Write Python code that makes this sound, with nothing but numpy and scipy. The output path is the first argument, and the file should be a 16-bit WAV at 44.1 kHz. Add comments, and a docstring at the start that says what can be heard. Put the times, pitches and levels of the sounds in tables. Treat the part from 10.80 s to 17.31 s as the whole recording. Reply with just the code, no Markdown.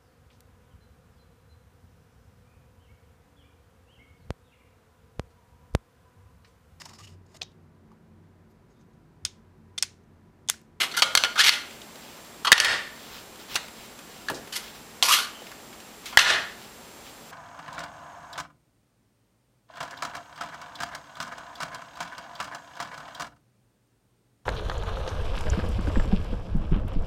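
"""A steel bench scraper rasps and clatters under sticky dough on a tiled counter, then drops on the tiles.
Hands fold and pat the dough with soft rustles and smacks, and the blade scrapes again.
Near the end the scraper drops once more and slides away, leaving a few faint rubs of the hands.
Throughout, a small kitchen hums and rings after each blow; the camera's gain control ducks
the loud blows and lets the ring swell back."""
import sys
import numpy as np
from scipy import signal
from scipy.io import wavfile
from scipy.ndimage import uniform_filter1d, minimum_filter1d

SR = 44100
rng = np.random.default_rng(int(sys.argv[2]) if len(sys.argv) > 2 else 0)


def put_to_file(sound):
    """Save the sound as 16-bit audio at rate SR, in the file named by the first command-line argument."""
    columns = np.atleast_2d(sound).T  # one column per channel
    safe = np.clip(columns, -1, 1)
    whole_steps = np.round(safe * 32767)
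    wavfile.write(sys.argv[1], SR, whole_steps.astype(np.int16))


N = 287207
TIME = np.arange(N) / SR

# EQ of the steel's rasp and of the fine grit: freq_hz, gain_db
RASP_EQ = [(40, -53.5), (120, -23.5), (300, -18), (700, -14), (1200, -2), (2000, 2.5), (3200, 7),
           (5000, -0.5), (7000, -8), (11000, -20.5), (16000, -56.5)]
GRIT_EQ = [(60, -32.5), (200, -18.5), (500, -9), (2000, 3), (5000, 6), (8000, 0.5), (12000, -0.5),
           (14500, -7.5), (16000, -29)]
# pushes of the blade over the tiles: start_s, rise_s, hold_s, release_s, level_db,
# wedge_from_hz, wedge_to_hz, wedge_db, grit_db, ring_db, bright_db_per_octave
SCRAPES = [ (0, 0.00505, 0.037125, 0.03677, -24.5, 1690, 1091, -15.5, -7, -18.5, -3),
           (0.107, 0.0096, 0.00827, 0.02032, -39, 1487, 1509, -7.5, -15.5, -6.5, 3.5),
           (0.138, 0.003525, 0.013006, 0.0219, -34.5, 1393, 1508, -6, -15.5, 1, -4.5),
           (0.164, 0.007264, 0.025924, 0.0181, -26.5, 1505, 1501, -4.5, -3.5, 2, -2.5),
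           (.568, 0.03884, 0.00557, 0.02449, -13.5, 1312, 2012, -7, -13, -16, 1),
           (.612, 0.03617, 0.04242, 0.0395, -18.5, 2381, 2113, -12.5, -8.5, -15, -0.5),
           (.705, 0.01283, 0.02409, 0.0884, -28.5, 2013, 1996, -12, -10.5, -18.5, -1),
           (1.644, 0.0084, 0.0034, 0.01825, -31.5, 1303, 1277, -1.5, -1, 1, 0),
           (3.721, 0.007555, 0.0144, 0.02512, -34.5, 1498, 1525, -15, -2, -3, -0.5),
           (3.743, 0.01784, 0.007124, 0.06687, -36, 1983, 2005, -21, 5.5, -17, -1.5),
           (4.228, 0.006955, 0.04739, 0.01862, -27.5, 1078, 1139, -6.5, 0.5, 1, 6.5),
           (4.275, 0.01501, 0.02768, 0.02256, -25.5, 1078, 1206, 3.5, 4.5, -14.5, 5.5),
           (4.31, 0.025514, 0.011423, 0.05514, -20.5, 1128, 1213, -11, 1, -18, 1.5),
           (4.354, 0.01741, 0.04449, 0.0775, -30, 1332, 1586, -5, -1.5, -1.5, 0),
           (5.375, 0.002746, 0.03112, 0.05524, -2, 1897, 1890, -16, -10.5, -9.5, -0.16),
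           (5.429, 0.034905, 0.03711, 0.07737, -17, 999.7, 697.2, -12, -20, -12, -0.9416)]
def scrape(rise_s, hold_s, release_s, level_db, from_hz, to_hz, wedge_db, grit_db, ring_db, brightness,
           width_hz=240, overtone_ratio=2.3799, overtone_db=-3):
    """The edge sticks and slips over the glaze; the air wedge under it changes pitch as it tilts."""
    t = np.arange(0, rise_s + hold_s + 2 * release_s, 1 / SR)
    tilt = np.minimum(t / (rise_s + hold_s), 1) ** 1.86  # slow at first, then faster
    wedge_hz = from_hz + (to_hz - from_hz) * tilt
    overtone_hz = overtone_ratio * wedge_hz
    drive = slips(len(t), per_s=4500, spread_db=2.5)
    rasp = unit_rms(equalise(drive, RASP_EQ)) + amp(ring_db) * unit_rms(blade_ring(drive))
    rasp = colour(rasp, lambda hz: brightness * np.log2(np.maximum(hz, 300) / 3000))
    fundamental = resonate(resonate(drive, wedge_hz, width_hz), wedge_hz, width_hz)
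    overtone = resonate(resonate(drive, overtone_hz, width_hz), overtone_hz, 3 * width_hz)
    wedge = unit_rms(fundamental) + amp(overtone_db) * unit_rms(overtone)
    grit = equalise(slips(len(t), per_s=9000, spread_db=4), GRIT_EQ)
    layers = unit_rms(rasp) + amp(wedge_db) * wedge + amp(grit_db) * unit_rms(grit)
    return amp(level_db) * push(t, rise_s, hold_s, release_s) * snags(len(t)) * layers


def push(t, rise_s, hold_s, release_s, release_db=-25.5):
    """The hand's pressure on the scraper builds, holds and lets go."""
    attack = np.sin(np.pi / 2 * np.minimum(t / rise_s, 1)) ** 2
    return attack * amp(release_db * np.maximum(t - rise_s - hold_s, 0) / release_s)


def snags(n, depth_db=2.0, snag_s=0.004859):
    """The level flutters as the edge catches and lets go, every few milliseconds."""
    grip = smooth(uniform_filter1d(rng.standard_normal(n), size=64), snag_s)
    return unit_rms(amp(depth_db * unit_rms(grip - grip.mean())))


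# EQ of steel cracking on tile and of the wooden handle's knock: freq_hz, gain_db
CRACK_EQ = [(40, -57.5), (200, -49.5), (500, -27.5), (1000, -6), (2000, -1.5), (3200, 2.5), (5000, -3),
            (7000, -10), (11000, -18), (16000, -33)]
HANDLE_EQ = [(40, -15), (130, -12.5), (260, -14.5), (520, 5), (900, 7), (1800, 3), (3500, 4.5),
             (12000, -14.5)]
# the scraper hits the tiles:
# start_s, level_db, wedge_hz, wedge_db, bright_db_per_octave, chatter_s, handle_db
SCRAPER_HITS = [ (0.2213, -12, 1252, -9.5, -0.5, 0.01303, -10.5),
                (0.3519, -4.5, 1519, -7, 4.5, 0.00195, -12), (.3741, -8, 1539, -8, 1.5, 0.003294, -20.5),
                (0.4376, -8.5, 1389, -17.5, -3, 0.000929, -9), (0.446, -22, 1400, -26, -3.5, 0.00868, -9),
                (0.5577, -39.5, 1398, 8.5, -3, 0.024, -0.5), (0.579, -32.5, 1341, 6.5, -2, 0.00746, -26.5),
                (0.6932, -1, 2038, -31, -1, 0.0007313, -16.5),
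                (1.6488, -28.5, 1315, 4.5, -3.5, 0.01375, -21.5),
                (1.671, -19.5, 1136, -3, -3.5, 0.012785, -21.5),
                (1.7188, 3.5, 1832, 4.5, -0.5, 0.0061, -7.5), (1.7268, 15.5, 1868, -6.5, -1, 0.003886, -13),
                (1.7794, -0.5, 1771, -23.5, -1, 0.003452, -7), (1.801, 6, 1867, -11.5, 1.5, 0.001891, -8.5),
                (1.847, -12.5, 1817, -18.5, .5, 0.005224, 1), (3.4852, -30, 1706, 5, -2, 0.00474, -11.5),
                (4.2257, -13.5, 1128, -14, 2.5, 0.005732, -6.5),
                (5.326, -42, 1149, -6.5, -10, 0.02482, -10), (5.3730, 3.5, 1768, 5, -5, 0.004013, -6),
                (5.3892, 4.5, 2033, -12.5, -2, 0.006866, -18)]
def knock(level_db, wedge_hz, wedge_db, brightness, chatter_s, handle_db, width_hz=190):
    """A quick chatter cracks on the tile, rings the blade, pops the air under it and thumps the handle."""
    t = np.arange(SR // 12) / SR
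    contact = unit_energy(rng.standard_normal(len(t)) * np.exp(-(t / chatter_s) ** 2))
    contact[0] += amp(-10)  # click of the first touch
    ring_db = -1 - max(level_db, 0)  # a hard, flat landing presses the blade still
    crack = unit_energy(equalise(contact, CRACK_EQ))
    steel = crack + amp(ring_db) * unit_energy(blade_ring(contact))
    steel = colour(steel, lambda hz: brightness * np.log2(np.maximum(hz, 800) / 3000))
    pop = resonate(resonate(contact, wedge_hz, width_hz), wedge_hz, 6 * width_hz)
    wood = equalise(contact, HANDLE_EQ)
    layers = unit_energy(steel) + amp(wedge_db) * unit_energy(pop) + amp(handle_db) * unit_energy(wood)
    return amp(level_db) * np.sqrt(chatter_s * SR) * layers


# partials of the steel blade: pitch_hz, level_db, t60_s
BLADE_MODES = [(1418.8, -12.5, 0.1969), (2115.4, -2, 0.03344), (2995.5, -1.5, 0.05873),
               (3227.8, -3, 0.06486), (4544.4, -4.5, 0.01793), (4357.9, 11, 0.0126), (5973, 2.5, 0.01482),
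               (7584, -12, 0.01), (10289, -12.5, 0.014)]
def blade_ring(drive, attack_s=0.0002):
    """Contact sets the blade's modes ringing, each dying at its own rate."""
    t = np.arange(SR // 12) / SR
    ring = sum(amp(db - 60 * t / t60_s) * np.sin(2 * np.pi * (hz * t + rng.random()))
               for hz, db, t60_s in BLADE_MODES)
    return signal.fftconvolve(drive, ring * (1 - np.exp(-t / attack_s)))[:len(drive)]


# low end under the hardest landings: start_s, level_db
COUNTER_THUDS = [(0.6936, -37), (1.7282, -2.5), (5.375, -3)]
def thud(level_db, push_s=0.001957, dull_hz=500):
    """The heavy counter gives once and comes back, without ringing."""
    age = np.arange(SR // 12) / SR / push_s
    pulse = (1 - age) * np.exp(-age)
    return amp(level_db) * colour(pulse, lambda hz: -20 * np.log10(1 + (hz / dull_hz) ** 2))


# smacks, pats and faint squeaks of dough and fingers:
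# start_s, level_db, centre_hz, spread_octaves, decay_s
DOUGH_SMACKS = [ (0.9091, -43.5, 3498, 1.003, 0.00398), (1.0166, -40.5, 3527, 0.898, 0.005593),
                (1.1569, -44, 3004, 1.016, 0.003933), (2.5572, -43, 3004, 1.23, 0.002403),
                (2.744, -34.5, 3500, 2.035, 0.00667), (2.7542, -28, 469.2, 1.638, 0.003705),
                (2.7561, -19, 3522, 0.7078, 0.005658), (2.7622, -20.5, 1883, 1.072, 0.00314),
                (2.883, -39.5, 2523, 1.344, 0.002452), (3.19, -41.5, 1797, 1.76, 0.004266),
                (3.4992, -23.5, 597.6, 1.0838, 0.00526), (3.5135, -34, 202, 1.0345, 0.00639),
                (3.543, -42.5, 4902, 0.563, 0.03275), (3.6741, -43, 500.2, 2.495, 0.00588),
                (4.545, -51.5, 3051, 0.03628, 0.0954), (4.619, -39.5, 501, 0.716, 0.006934),
                (4.668, -41.5, 2505, 0.663, 0.005686), (4.7159, -38.5, 1399, 0.993, 0.005477),
                (4.9287, -44.5, 1990, 1.362, 0.004445), (5.0028, -42.5, 2503, 1.12, .004),
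                (5.2572, -37, 2927, 1.205, 0.02763)]
def smack(level_db, centre_hz, octaves, decay_s, rise_s=0.000129, soft_hz=10000):
    """Soft dough does not ring: a brief puff of squeezed air with little top end."""
    t = np.arange(SR // 12) / SR
    puff = rng.standard_normal(len(t)) * np.exp(-t / decay_s) * (1 - np.exp(-t / rise_s))
    puff = colour(
        puff, lambda hz: -20 * np.log10(1 + (np.log2(hz / centre_hz) / octaves) ** 2 + (hz / soft_hz) ** 4)
    )
    return amp(level_db) * np.sqrt(decay_s * SR) * unit_energy(puff)


def blows():
    """All scraper hits and dough smacks, as they radiate in one direction."""
    mix = np.zeros(N)
    for start_s, *hit in SCRAPER_HITS:
        add(mix, start_s, knock(*hit))
    for start_s, *pat in DOUGH_SMACKS:
        add(mix, start_s, smack(*pat))
    return mix


# EQ of the sticky rustle: freq_hz, gain_db
RUB_EQ = [(100, -1), (400, -8.5), (1000, 1), (1800, 1.5), (3200, 5), (5500, 0), (9000, -15.5),
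          (15000, -7.5)]
# hands rub and peel the dough, one swell a move: start_s, length_s, level_db
HAND_MOVES = [ (0.901, 0.0818, -50), (1.14, 0.3034, -53), (1.436, 0.0498, -52.5), (2.119, 0.2836, -49),
              (2.288, 0.1599, -45), (2.58, 0.07435, -47.5), (2.679, 0.11247, -38), (2.816, 0.059, -50),
              (2.937, 0.1817, -49.5), (3.23, 0.3394, -53.5), (3.811, 0.11505, -44.5),
              (3.927, 0.0692, -48.5), (4.565, 0.2038, -53), (5.234, 0.1347, -45), (5.767, 0.1341, -51),
              (6.233, 0.09445, -48.5)]
def rubbing(trim_db=-2, resting_db=-61, peak_share=0.3914):
    """Tiny sticky threads part as the hands move over the dough, never quite leaving it."""
    pressure = np.full(N, amp(resting_db))
    for start_s, length_s, level_db in HAND_MOVES:
        swell = np.interp(TIME, start_s + length_s * np.array([0, peak_share, 1]), [0, 1, 0])
        pressure += amp(level_db) * np.sin(np.pi / 2 * swell)
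    threads = equalise(slips(N, per_s=2500, spread_db=2.0), RUB_EQ)
    return amp(trim_db) * pressure * unit_rms(threads)


def backsplash(x, wet_db=-10, decay_s=0.00675, predelay_s=0.002):
    """Early reflections from the tiled wall and the cook's body."""
    t = np.arange(SR // 16) / SR
    echoes = slips(len(t), per_s=3000, spread_db=2.0) * np.exp(-t / decay_s) * (t > predelay_s)
    return amp(wet_db) * signal.oaconvolve(x, unit_energy(echoes))[:N]


# reverb time of the kitchen: freq_hz, t60_s
REVERB_DECAY = [(150, 0.6489), (600, 0.45447), (1700, 0.48835), (4500, 0.4558), (9000, 0.37577),
                (15000, 0.2758)]
# EQ of its tail: freq_hz, gain_db
REVERB_EQ = [(100, 9), (600, 6), (1700, 1), (4500, -3.5), (9000, -1), (15000, -3)]
def kitchen(x, wet_db=-10, build_s=0.001821):
    """The small room's diffuse ring builds quickly and dies sooner in the treble."""
    t = np.arange(SR * 3 // 5) / SR
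    hz, frame_s, spectrum = signal.stft(rng.standard_normal(len(t)), SR, nperseg=256)
    gain_db = curve_at(REVERB_EQ, hz)[:, None] - 60 * frame_s / curve_at(REVERB_DECAY, hz)[:, None]
    tail = signal.istft(spectrum * amp(gain_db), SR, nperseg=256)[1][:len(t)]
    tail *= 1 - np.exp(-(t / build_s) ** 2)
    return amp(wet_db) * signal.oaconvolve(x, unit_energy(tail))[:N]


# EQ of the noise bed: freq_hz, gain_db
ROOM_TONE_EQ = [(15, -53), (25, -27.5), (53, -6.5), (80, -11.5), (229, -4), (335, -6), (394, -4),
                (463, -6.5), (863, -8), (1790, -13), (6920, -18.5), (7710, -20), (8830, -21), (14800, -24),
                (16000, -67)]
# appliance hum and camera whine: pitch_hz, level_db
HUM_TONES = [(226, -61.5), (7558, -61), (7590, -78.5), (15135, -67)]
def room_tone(noise_db=-46.5, waver_hz=5):
    """Steady room noise and hiss, with a slightly wavering hum and whine."""
    noise = unit_rms(equalise(rng.standard_normal(N), ROOM_TONE_EQ))
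    drift_hz = waver_hz * unit_rms(uniform_filter1d(rng.standard_normal(N), size=2000))
    tones = sum(amp(db) * np.sqrt(2) * np.sin(2 * np.pi * np.cumsum(hz + drift_hz) / SR)
                for hz, db in HUM_TONES)
    return amp(noise_db) * noise + tones


def amp(db):
    return 10 ** (np.asarray(db) / 20)


def unit_rms(x):
    return x / np.sqrt(np.mean(x ** 2) + 1e-20)


def unit_energy(x):
    return x / (np.linalg.norm(x) + 1e-20)


def add(mix, start_s, sound):
    part = mix[max(round(start_s * SR), 0):][:len(sound)]
    part += sound[:len(part)]


def curve_at(points, hz):
    """Breakpoints joined by straight lines on a log-frequency axis."""
    point_hz, value = np.transpose(points)
    return np.interp(np.log(hz + 1), np.log(point_hz + 1), value)


def colour(x, db_at):
    """Minimum-phase filter whose gain in dB is db_at(hz)."""
    hz = abs(np.fft.fftfreq(4096, 1 / SR)) + 1
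    log_gain = np.log(amp(np.maximum(db_at(hz), -80)))
    taps = np.fft.ifft(np.exp(np.conj(signal.hilbert(log_gain)))).real
    return signal.fftconvolve(x, taps[:len(taps) // 2])[:len(x)]


def equalise(x, eq):
    return colour(x, lambda hz: curve_at(eq, hz))


def smooth(x, lag_s):
    """One-pole low-pass."""
    pole = np.exp(-1 / (lag_s * SR))
    return signal.lfilter([1 - pole], [1, -pole], x)


def resonate(x, hz, width_hz):
    """A unity-gain resonance at hz, steady or gliding."""
    carrier = np.exp(2j * np.pi * np.cumsum(hz * np.ones(len(x))) / SR)
    return 2 * (carrier * smooth(x / carrier, 1 / (np.pi * width_hz))).real


def slips(n, per_s, spread_db):
    """Random tiny clicks, most of them small and a few large."""
    size = amp(spread_db * np.minimum(rng.exponential(1, n), 4))
    return unit_rms(size * rng.choice([-1, 1], n) * (rng.random(n) < per_s / SR))


def scene():
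    """Scraper, dough and hands on the counter, heard in the kitchen."""
    friction, counter = rubbing(), np.zeros(N)
    for start_s, *stroke in SCRAPES:
        add(friction, start_s, scrape(*stroke))
    for start_s, level_db in COUNTER_THUDS:
        add(counter, start_s, thud(level_db))
    # each blow sends a different fine spectrum to the listener, to the wall and into the room
    ahead, behind, aside = (friction + blows() for _ in range(3))
    reverb = (kitchen(behind) + kitchen(aside)) / np.sqrt(2)
    return (ahead + counter + backsplash(behind) + reverb + room_tone())[None]


def record(dry, threshold_db=-15, cut_db_per_db=0.84016, detector_fall_db_per_s=160,
           detector_s=0.006567, attack_s=0.00138, hold_s=0.011105, lowpass_hz=16000):
    """Gain control ducks, holds and recovers, too late for the hardest blows, which saturate."""
    x = dry[0]
    power_db = 10 * np.log10(smooth(x ** 2, detector_s) + 1e-12)
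    half_hold = int(hold_s * SR / 2)
    # hold the loudest of the last moments, then let it fall
    held_db = -minimum_filter1d(-power_db, 2 * half_hold + 1, origin=half_hold, mode="nearest")
    fall_db = detector_fall_db_per_s * TIME
    envelope_db = np.maximum.accumulate(held_db + fall_db) - fall_db
    over_db = np.maximum(envelope_db - threshold_db, 0)
    ducked = x * amp(-cut_db_per_db * smooth(over_db, attack_s))
    saturated = 0.94 * ducked / (1 + ducked ** 4) ** (1 / 4)
    lowpass = signal.firwin(1023, lowpass_hz, window=("kaiser", 8), fs=SR)
    return signal.oaconvolve(saturated, lowpass, "same")[None]


dry = scene()
out = record(dry)
put_to_file(out)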